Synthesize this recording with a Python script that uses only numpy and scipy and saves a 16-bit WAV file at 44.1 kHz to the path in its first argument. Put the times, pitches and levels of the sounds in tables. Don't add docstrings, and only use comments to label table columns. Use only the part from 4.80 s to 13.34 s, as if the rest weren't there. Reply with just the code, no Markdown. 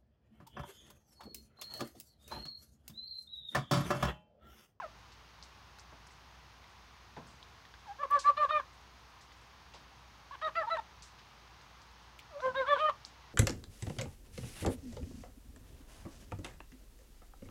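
import sys
import numpy as np
from scipy import signal
from scipy.fft import rfft, irfft
from scipy.io import wavfile

SR = 44100
rng = np.random.default_rng(int(sys.argv[2]) if len(sys.argv) > 2 else 0)


def to_wav(sig):
    pcm = np.clip(np.atleast_2d(sig), -1, 1) * 32767
    pcm = np.round(pcm).astype(np.int16)
    wavfile.write(sys.argv[1], SR, pcm.T)


N = 376613

# start_s, length_s, opening_hz, held_hz, closing_hz (both ends glide; all sag), glide_in_s, glide_out_s,
# first_db, second_db, third_db, fourth_db, upper_db (partial levels before swings and flutter),
# throat_hz (upper resonance), first_peak_at, second_peak_at, rest_peak_at (share of length, 0-1),
# pointedness (power of the swell), skirt_db (throat skirt), sag_per_s (share of pitch lost per s)
FROG_NOTES = [ (0.0, 0.1, 1124, 599, 594, 0.074, 0.018, -38, -42.5, -63, -82, -78, 3600, 0, 0.45, 0.3, 1.83, -15, .05),
              (3.048, 0.12, 1225, 797, 1020, 0.057, 0.066, -43.5, -58, -80, -77, -88, 3400, 0.55, .45, 0.3, 2.2, -15, .05),
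              (3.184, 0.076, 517, 595, 524, 0.042, 0.047, -43, -37, -50.5, -62, -62, 3250, 0.99, 0.95, 0.65, 0.84, 0, 0.2),
              (3.3, 0.099, 529, 586.7, 500, 0.027, 0.042, -36.5, -24, -44, -57, -64, 3750, 0.74, 0.49, 0.5, 1.13, -16, 0.29),
              (3.438, 0.091, 536, 594, 502, 0.048, 0.035, -36, -21, -45, -53.5, -56, 3980, 0.73, 0.55, 0.13, 1.7, -17, 0.39),
              (3.566, 0.11, 564, 610.4, 522, .025, 0.054, -34.5, -21.5, -44, -51.5, -54.5, 3940, 0.47, 0.41, 0.19, 1.16, 4.5, 0.38),
              (3.686, 0.13, 540, 624.4, 513, .035, 0.036, -36.5, -29, -43, -50.5, -53, 3460, 0.66, 0.46, 0.37, 0.7, -13, 0.45),
              (5.509, 0.048, 486, 579, 480, .024, 0.025, -66, -45, -58, -63, -62.5, 3830, 0.96, 1, 1, 0.37, -5, .1),
              (5.614, 0.089, 532, 636.6, 464, 0.0198, 0.0343, -38.5, -32.5, -44.5, -66, -54, 3720, 0.62, 0.5, 0.09, 0.74, -3, 0.23),
              (5.748, 0.1, 555, 686, 531, 0.024, 0.054, -35, -29.5, -40.5, -53.5, -55, 4670, 0.58, 0.38, 0.11, 1.38, -16, 0.76),
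              (5.827, 0.036, 450, 431, 410, 0.012, .015, -73, -41.5, -43, -60.5, -71, 4000, .5, 0.4, 0.6, 1.3, -20, .1),
              (5.868, 0.027, 470, 464, 470, .01, .015, -72, -32.5, -55, -58, -59, 3980, .5, 0.8, 1, 0.88, -22, .1),
              (5.891, 0.093, 510, 675, 470, 0.0263, 0.039, -35, -29, -41, -56.5, -52, 3980, 0.61, 0.36, 0.4, 1.6, -23, 0.51),
              (5.974, 0.029, 472, 459, 414, .01, 0.015, -67, -33.5, -49, -51, -60, 3620, .5, 0.72, 0.6, 1.1, -21, .1),
              (7.494, 0.13, 849, 573, 773, 0.065, 0.0465, -47, -56, -71, -78, -90, 3500, 0.82, .6, 1, 1.14, -15, 0.037),
              (7.615, 0.11, 476, 525, 497, 0.035, 0.059, -30.5, -34.5, -40, -60, -61.5, 3120, 0.55, 0.42, 0.42, 1.47, -20, .1),
              (7.742, 0.12, 455, 542.2, 442, 0.029, 0.064, -29.5, -29, -37, -51, -49, 3760, .55, 0.26, 0.29, 1.5, -11, 0.13),
              (7.851, .135, 443.4, 605.5, 470, 0.058, .05, -27.5, -23.5, -38, -44.5, -42.5, 3340, 0.67, 0.72, 0.51, 2, -30, 0.62),
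              (7.969, 0.15, 460, 644, 490, 0.061, 0.031, -33, -26.5, -50, -48, -42, 3080, 0.73, 0.67, 0.37, 1, -18, 0.512),
              ]
# centre_s (scene time), change_db, half_width_s
PARTIAL_SWINGS = [
    [(.018, -10.5, 0.009), (.066, 28.5, 0.0068), (7.61, 3, 0.0089), (7.565, 7, .015), (.05, 15, 0.0079),
     (.058, -15, 0.00085), (3.055, 21, 0.0095), (3.15, -6, 0.018), (3.228, -21, 0.0028), (7.51, 8, 0.0063),
     (3.335, -13.5, 0.021), (3.48, -23, .012), (3.62, -8.5, 0.0081), (3.652, 16.5, 0.0048),
     (3.805, 6, .006), (7.955, -7, 0.012), (7.972, 22.5, .006), (8.08, -12, 0.011), (8.093, 9.5, 0.014)],
    [(.022, 6, 0.0033), (5.909, -2, 0.0044), (5.512, 8.5, 0.0039), (.033, -15, 0.0025), (.008, -19, 0.0098),
     (.068, -15, 0.012), (3.225, -26, 0.0019), (3.236, 9.5, 0.0047), (3.385, -8, 0.0098),
     (3.512, -10, 0.006), (3.58, 7, 0.0028), (3.768, 5.5, 0.016), (7.61, 16, .012), (7.86, 11.5, .01),
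     (7.99, -4, 0.0077), (3.594, -13, 0.017), (3.645, -4, 0.0055), (3.652, 2.5, 0.0017),
     (3.71, 11.5, 0.0023), (3.724, -11.5, 0.011), (3.79, -18, 0.0059), (3.8, 10.5, 0.003),
     (5.808, -12, .006), (5.96, -14, 0.015), (5.972, 28, .006), (7.672, -17, 0.005), (7.73, 23, 0.015),
     (7.782, -14.5, 0.021), (7.89, 3, 0.0033), (7.903, -9, .008), (7.935, 5, 0.0069), (7.952, -28, 0.011),
     (7.963, 3.5, 0.0033), (8.075, -9, 0.0088), (8.089, 5.5, 0.0028), (8.098, 12, 0.0016)],
    [(3.62, 0, .012), (3.8, 3, 0.003), (5.656, -2, 0.0065), (5.825, 6.5, .012), (5.935, -27, 0.0068),
     (7.648, -14, .006), (7.684, -12, 0.0042), (7.79, -8, 0.0061), (7.845, 2, 0.0097), (7.948, -7, 0.013),
     (7.862, 9, 0.011), (7.905, 5, 0.01), (7.97, 9, 0.015), (7.988, 9.5, 0.0072), (8.042, -9, .012),
     (8.085, 14, 0.014)],
    [(3.595, 4, .01), (3.775, 11, 0.025), (5.776, 10.5, 0.0083), (7.66, 5, 0.0088), (7.8, 7.5, 0.01),
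     (7.89, 7, .008)],
    [(3.48, 6, 0.0091), (3.572, 13, 0.011), (3.65, 16, 0.0055), (3.695, 9, 0.011), (3.722, 12, 0.017),
     (5.65, 9, 0.0034), (5.905, 3, 0.0088), (7.665, 13, 0.004), (7.985, -3, .012), (8.032, -10, 0.004),
     (8.056, -12, .005), (8.07, 6, 0.0053)],
]
RISE_POWERS = [1.22, 0.99, 0.62, 0.8, 1]
FALL_POWERS = [3.54, 1.26, 0.55, 1.8, 1.1]
# low_hz, high_hz (band() limits the edges)
BREATH_BANDS = [(4500, 22000), (2560, 3780), (423, 2420)]
# frequency_hz, relative_db
HISS_COLOUR = [(30, -43), (55, -1.5), (120, -5), (250, -14.5), (600, -16), (800, -9.5), (1050, -7.5),
               (1500, -13), (2000, -15), (4850, -20), (6700, -25.5), (7200, -35.5), (11500, -39),
               (15800, -39)]
# start_s, level_db, spatter_hz (centre), spatter_t60_s, spatter_db (re level_db), tick_hz
LEAF_DROPS = [(0.3192, -56, 4100, 0.13, -2, 2920), (0.637, -48, 5230, 0.054, -12, 5040),
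              (0.627, -40.5, 4970, 0.22, -17.5, 4840), (0.987, -48.5, 4700, 0.088, -11, 1440),
              (0.9967, -43, 5930, 0.1, -15, 5870), (1.268, -54, 6300, 0.053, -2, 1570),
              (1.308, -55, 5910, 0.17, -10, 2010), (1.8422, -52, 4180, 0.11, -21, 1990),
              (2.2094, -65, 4020, 0.11, -12, 1520), (2.366, -49, 4180, 0.16, -15, 1870),
              (2.4684, -53, 5670, 0.47, -11, 1550), (2.6288, -43.5, 3820, 0.091, -16, 3800),
              (2.853, -49.5, 3900, 0.085, -16, 1850), (2.9401, -47, 3850, 0.14, -22, 1600),
              (3.0695, -58, 4000, 0.34, -8, 1670), (3.391, -37, 5180, 0.21, -5, 5300),
              (4.409, -56, 5280, 0.19, -5, 1890), (4.5193, -51, 3960, 0.13, -10.5, 2020),
              (4.9386, -49, 3630, 0.21, -3.5, 2740), (6.2234, -41, 5470, 0.27, -12.5, 5900),
              (6.3865, -57, 3550, 0.13, -2, 3540), (6.8127, -54, 4670, 0.13, -10, 1660),
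              (7.0185, -51, 5700, 0.11, -15, 5630), (7.3926, -42.5, 3330, 0.12, -12, 2400),
              (7.6046, -43, 4200, 0.69, -18.5, 1400), (8.2506, -34, 5140, 0.17, -18.5, 4970)]
# start_s, level_db (before a trim), t60_s (of the low part)
SOFT_THUDS = [(0.612, -63, 0.27), (1.122, -54.5, 0.42), (2.367, -46.5, 0.57), (4.939, -55.5, 0.48),
              (7.65, -50, 1)]
# start_s, level_db (noise rms before decay), t60_s
TWIG_SNAPS = [(.9872, -53, .004), (3.3005, -57, .006), (3.308, -49.5, 0.027), (7.389, -57, 0.06)]

GLIDE_IN_POWER, GLIDE_OUT_POWER = 2.1, 1.744
THROAT_WIDTH_HZ = 350
BREAK_DB = -18
POOL_T60_S, POOL_DB = .2, -17
HISS_DB = -58
HUM_HZ, HUM_DB = 59.4, -62
SPATTER_OCTAVES = 0.59
TICK_RISE_S = 0.00035
THUD_TOP_HZ = 265
CUTOFF_HZ = 15780


def amp(db):
    return 10 ** (np.asarray(db) / 20)


def rms_one(x):
    return x / np.sqrt(np.mean(x ** 2) + 1e-20)


def band(x, low_hz, high_hz):
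    edges = np.clip([low_hz, high_hz], 20, .45 * SR)
    return signal.sosfilt(signal.butter(2, edges, "band", fs=SR, output="sos"), x)


def drift(rate_hz, size=N):
    r = np.exp(-2 * np.pi * rate_hz / SR)
    run_in = SR // 2
    noise = rng.standard_normal(size + run_in)
    return rms_one(signal.lfilter([1], [1, -2 * r, r * r], noise)[run_in:])


def add(out, start_s, sound):
    at = max(round(start_s * SR), 0)
    out[at:at + len(sound)] += sound[:N - at]


def swell(u, peak_at, rise, fall):
    peak_at = np.clip(peak_at, .005, .95)
    up = np.clip(u / peak_at, 0, 1)
    down = np.clip((1 - u) / (1 - peak_at), 0, 1)
    return np.sin(np.pi / 2 * up) ** rise * np.sin(np.pi / 2 * down) ** fall


def swing(time_s, rows):
    return amp(sum(db * np.exp(-((time_s - centre) / width) ** 2) for centre, db, width in rows))


def throat(high_hz, throat_hz, skirt_db):
    share = amp(skirt_db) * 2300 / high_hz + 1 / (1 + (2 * (high_hz - throat_hz) / THROAT_WIDTH_HZ) ** 2)
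    share = share / (1 + (high_hz / 4400) ** 16)
    return share / np.sqrt(np.sum(share ** 2, axis=0))


def note(row, waver, rasp, flutter, breath):
    (start, length, opening_hz, held_hz, closing_hz, glide_in, glide_out, *levels_db,
     throat_hz, first_at, second_at, rest_at, pointed, skirt_db, sag) = row
    t = np.arange(0, length, 1 / SR)
    size = len(t)
    going_in = np.maximum(1 - t / glide_in, 0) ** GLIDE_IN_POWER
    going_out = np.maximum(1 - (length - t) / glide_out, 0) ** GLIDE_OUT_POWER
    glides = (opening_hz / held_hz) ** going_in * (closing_hz / held_hz) ** going_out
    pitch = held_hz * glides * (1 - sag * t)
    phase = 2 * np.pi * np.cumsum(pitch * (1 + 0.0039 * waver[:size])) / SR

    peaks_at = [first_at, second_at] + 3 * [rest_at]
    parts = [amp(db) * swell(t / length, *shape) ** pointed
             for db, *shape in zip(levels_db, peaks_at, RISE_POWERS, FALL_POWERS)]
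    *lowest, upper = [part * swing(start + t, rows) for part, rows in zip(parts, PARTIAL_SWINGS)]

    slide = np.abs(np.gradient(np.log(pitch))) * SR
    steady = 1 / (1 + (slide / 6) ** 2)
    k = np.arange(1, 10)[:, None]
    rough = np.clip((.03 + .02 * slide) * k ** .5, 0, .9)
    share = throat(k[4:] * pitch, throat_hz, skirt_db) * steady
    gains = np.vstack([*lowest, upper * share]) * amp(.55 * k * flutter[:, :size])
    tones = np.sqrt(2) * np.sin(k * phase)
    partials = tones * (np.sqrt(1 - rough ** 2) + rough * rasp[:, :size])

    bright, throaty, dull = breath[:, :size]
    loudness = np.sqrt(np.sum(gains ** 2, axis=0))
    dull_gain = amp(-25) + amp(BREAK_DB) * (1 - steady)
    air = loudness * (amp(-53.5) * bright + dull_gain * dull)
    air = air + 1.9 * upper * (1 - steady) * throaty
    return np.sum(gains * partials, axis=0) + air


def pool_scatter(call):
    t = np.arange(SR // 2) / SR
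    scatter = rng.standard_normal(len(t)) * amp(-60 * t / POOL_T60_S) * (t > .012)
    scatter = band(scatter, 300, 3500)
    scatter = scatter / np.sqrt(np.mean(np.abs(rfft(scatter)[150:1500]) ** 2))
    return amp(POOL_DB) * signal.fftconvolve(call, scatter)[:N]


def frog():
    call, size = np.zeros(N), SR // 5
    for row in FROG_NOTES:
        breath = np.array([rms_one(band(rng.standard_normal(size), *edges)) for edges in BREATH_BANDS])
        rasp = drift(150, size=9 * size).reshape(9, size)
        flutter = drift(22, size=9 * size).reshape(9, size)
        waver = drift(73, size=size)
        add(call, row[0], note(row, waver, rasp, flutter, breath))
    return call + pool_scatter(call)


def hiss(patchy_db):
    hz = np.maximum(np.fft.rfftfreq(N, 1 / SR), 1)
    points = np.array(HISS_COLOUR)
    colour_db = np.interp(np.log(hz), np.log(points[:, 0]), points[:, 1])
    spectrum = rfft(rng.standard_normal(N)) * amp(colour_db)
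    together, out = drift(4.0), 0
    for octave in range(5, 15):
        part = np.cos(np.pi / 2 * np.clip(np.log2(hz) - octave, -1, 1)) ** 2
        flicker = amp(patchy_db * (.9 * together + drift(5.0)))
        out = out + irfft(spectrum * part, N) * flicker
    return amp(HISS_DB) * rms_one(out)


def hum():
    phase = 2 * np.pi * np.cumsum(HUM_HZ + 1.513 * drift(3.46)) / SR
    return amp(HUM_DB + 1.0 * drift(1.6)) * np.sin(phase)


def patter():
    sizes = amp(3.5 * np.minimum(rng.exponential(1, N), 3)) * rng.choice([-1, 1], N)
    clicks = sizes * (rng.random(N) < 5 / SR)
    t = np.arange(SR // 10) / SR
    smear = rng.standard_normal(len(t)) * amp(-60 * t / .15) * np.minimum(t / .006, 1)
    smeared = signal.fftconvolve(clicks, smear)[:N]
    return amp(-72) * band(band(smeared, 4500, 9500), 3000, 10000)


def drops():
    out, t = np.zeros(N), np.arange(SR // 3) / SR
    ratio = 2 ** SPATTER_OCTAVES
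    for start, db, hz, t60, spatter_db, tick_hz in LEAF_DROPS:
        noise = band(rng.standard_normal(len(t)), hz / ratio, hz * ratio)
        noise = rms_one(band(noise, 1200, 8500))
        tick = sum(1.65 * np.sin(2 * np.pi * f * t) * amp(-60 * t * f / 22.4) for f in (tick_hz, hz * 0.88))
        tick = tick * np.minimum(t / TICK_RISE_S, 1)
        spatter = amp(spatter_db) * noise * amp(-60 * t / t60) * np.minimum(t / 0.0033, 1)
        add(out, start - .0005, amp(db) * (tick + spatter))
    return out


def thuds():
    out, t = np.zeros(N), np.arange(SR // 2) / SR
    for start, db, t60 in SOFT_THUDS:
        white = rng.standard_normal((2, len(t)))
        low = rms_one(band(white[0], 66, THUD_TOP_HZ)) * amp(-60 * t / t60)
        high = rms_one(band(white[1], THUD_TOP_HZ * 1.7, THUD_TOP_HZ * 4.2))
        high = amp(9.5) * high * amp(-60 * t / (0.31 * t60))
        soft_edge = np.minimum(t / 0.0086, 1)
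        add(out, start - .002, amp(db - 4.5) * (low + high) * soft_edge)
    return out


def snaps():
    out, t = np.zeros(N), np.arange(SR // 20) / SR
    for start, db, t60 in TWIG_SNAPS:
        noise = rms_one(band(rng.standard_normal(len(t)), 3500, 18000))
        add(out, start, amp(db - 60 * t / t60) * noise)
    return out


def scene():
    background = hiss(patchy_db=-0.14) + hum() + patter()
    return (frog() + background + drops() + thuds() + snaps())[None, :]


def record(dry):
    return signal.sosfilt(signal.ellip(12, .5, 50, CUTOFF_HZ, fs=SR, output="sos"), dry)


dry = scene()
out = record(dry)
to_wav(out)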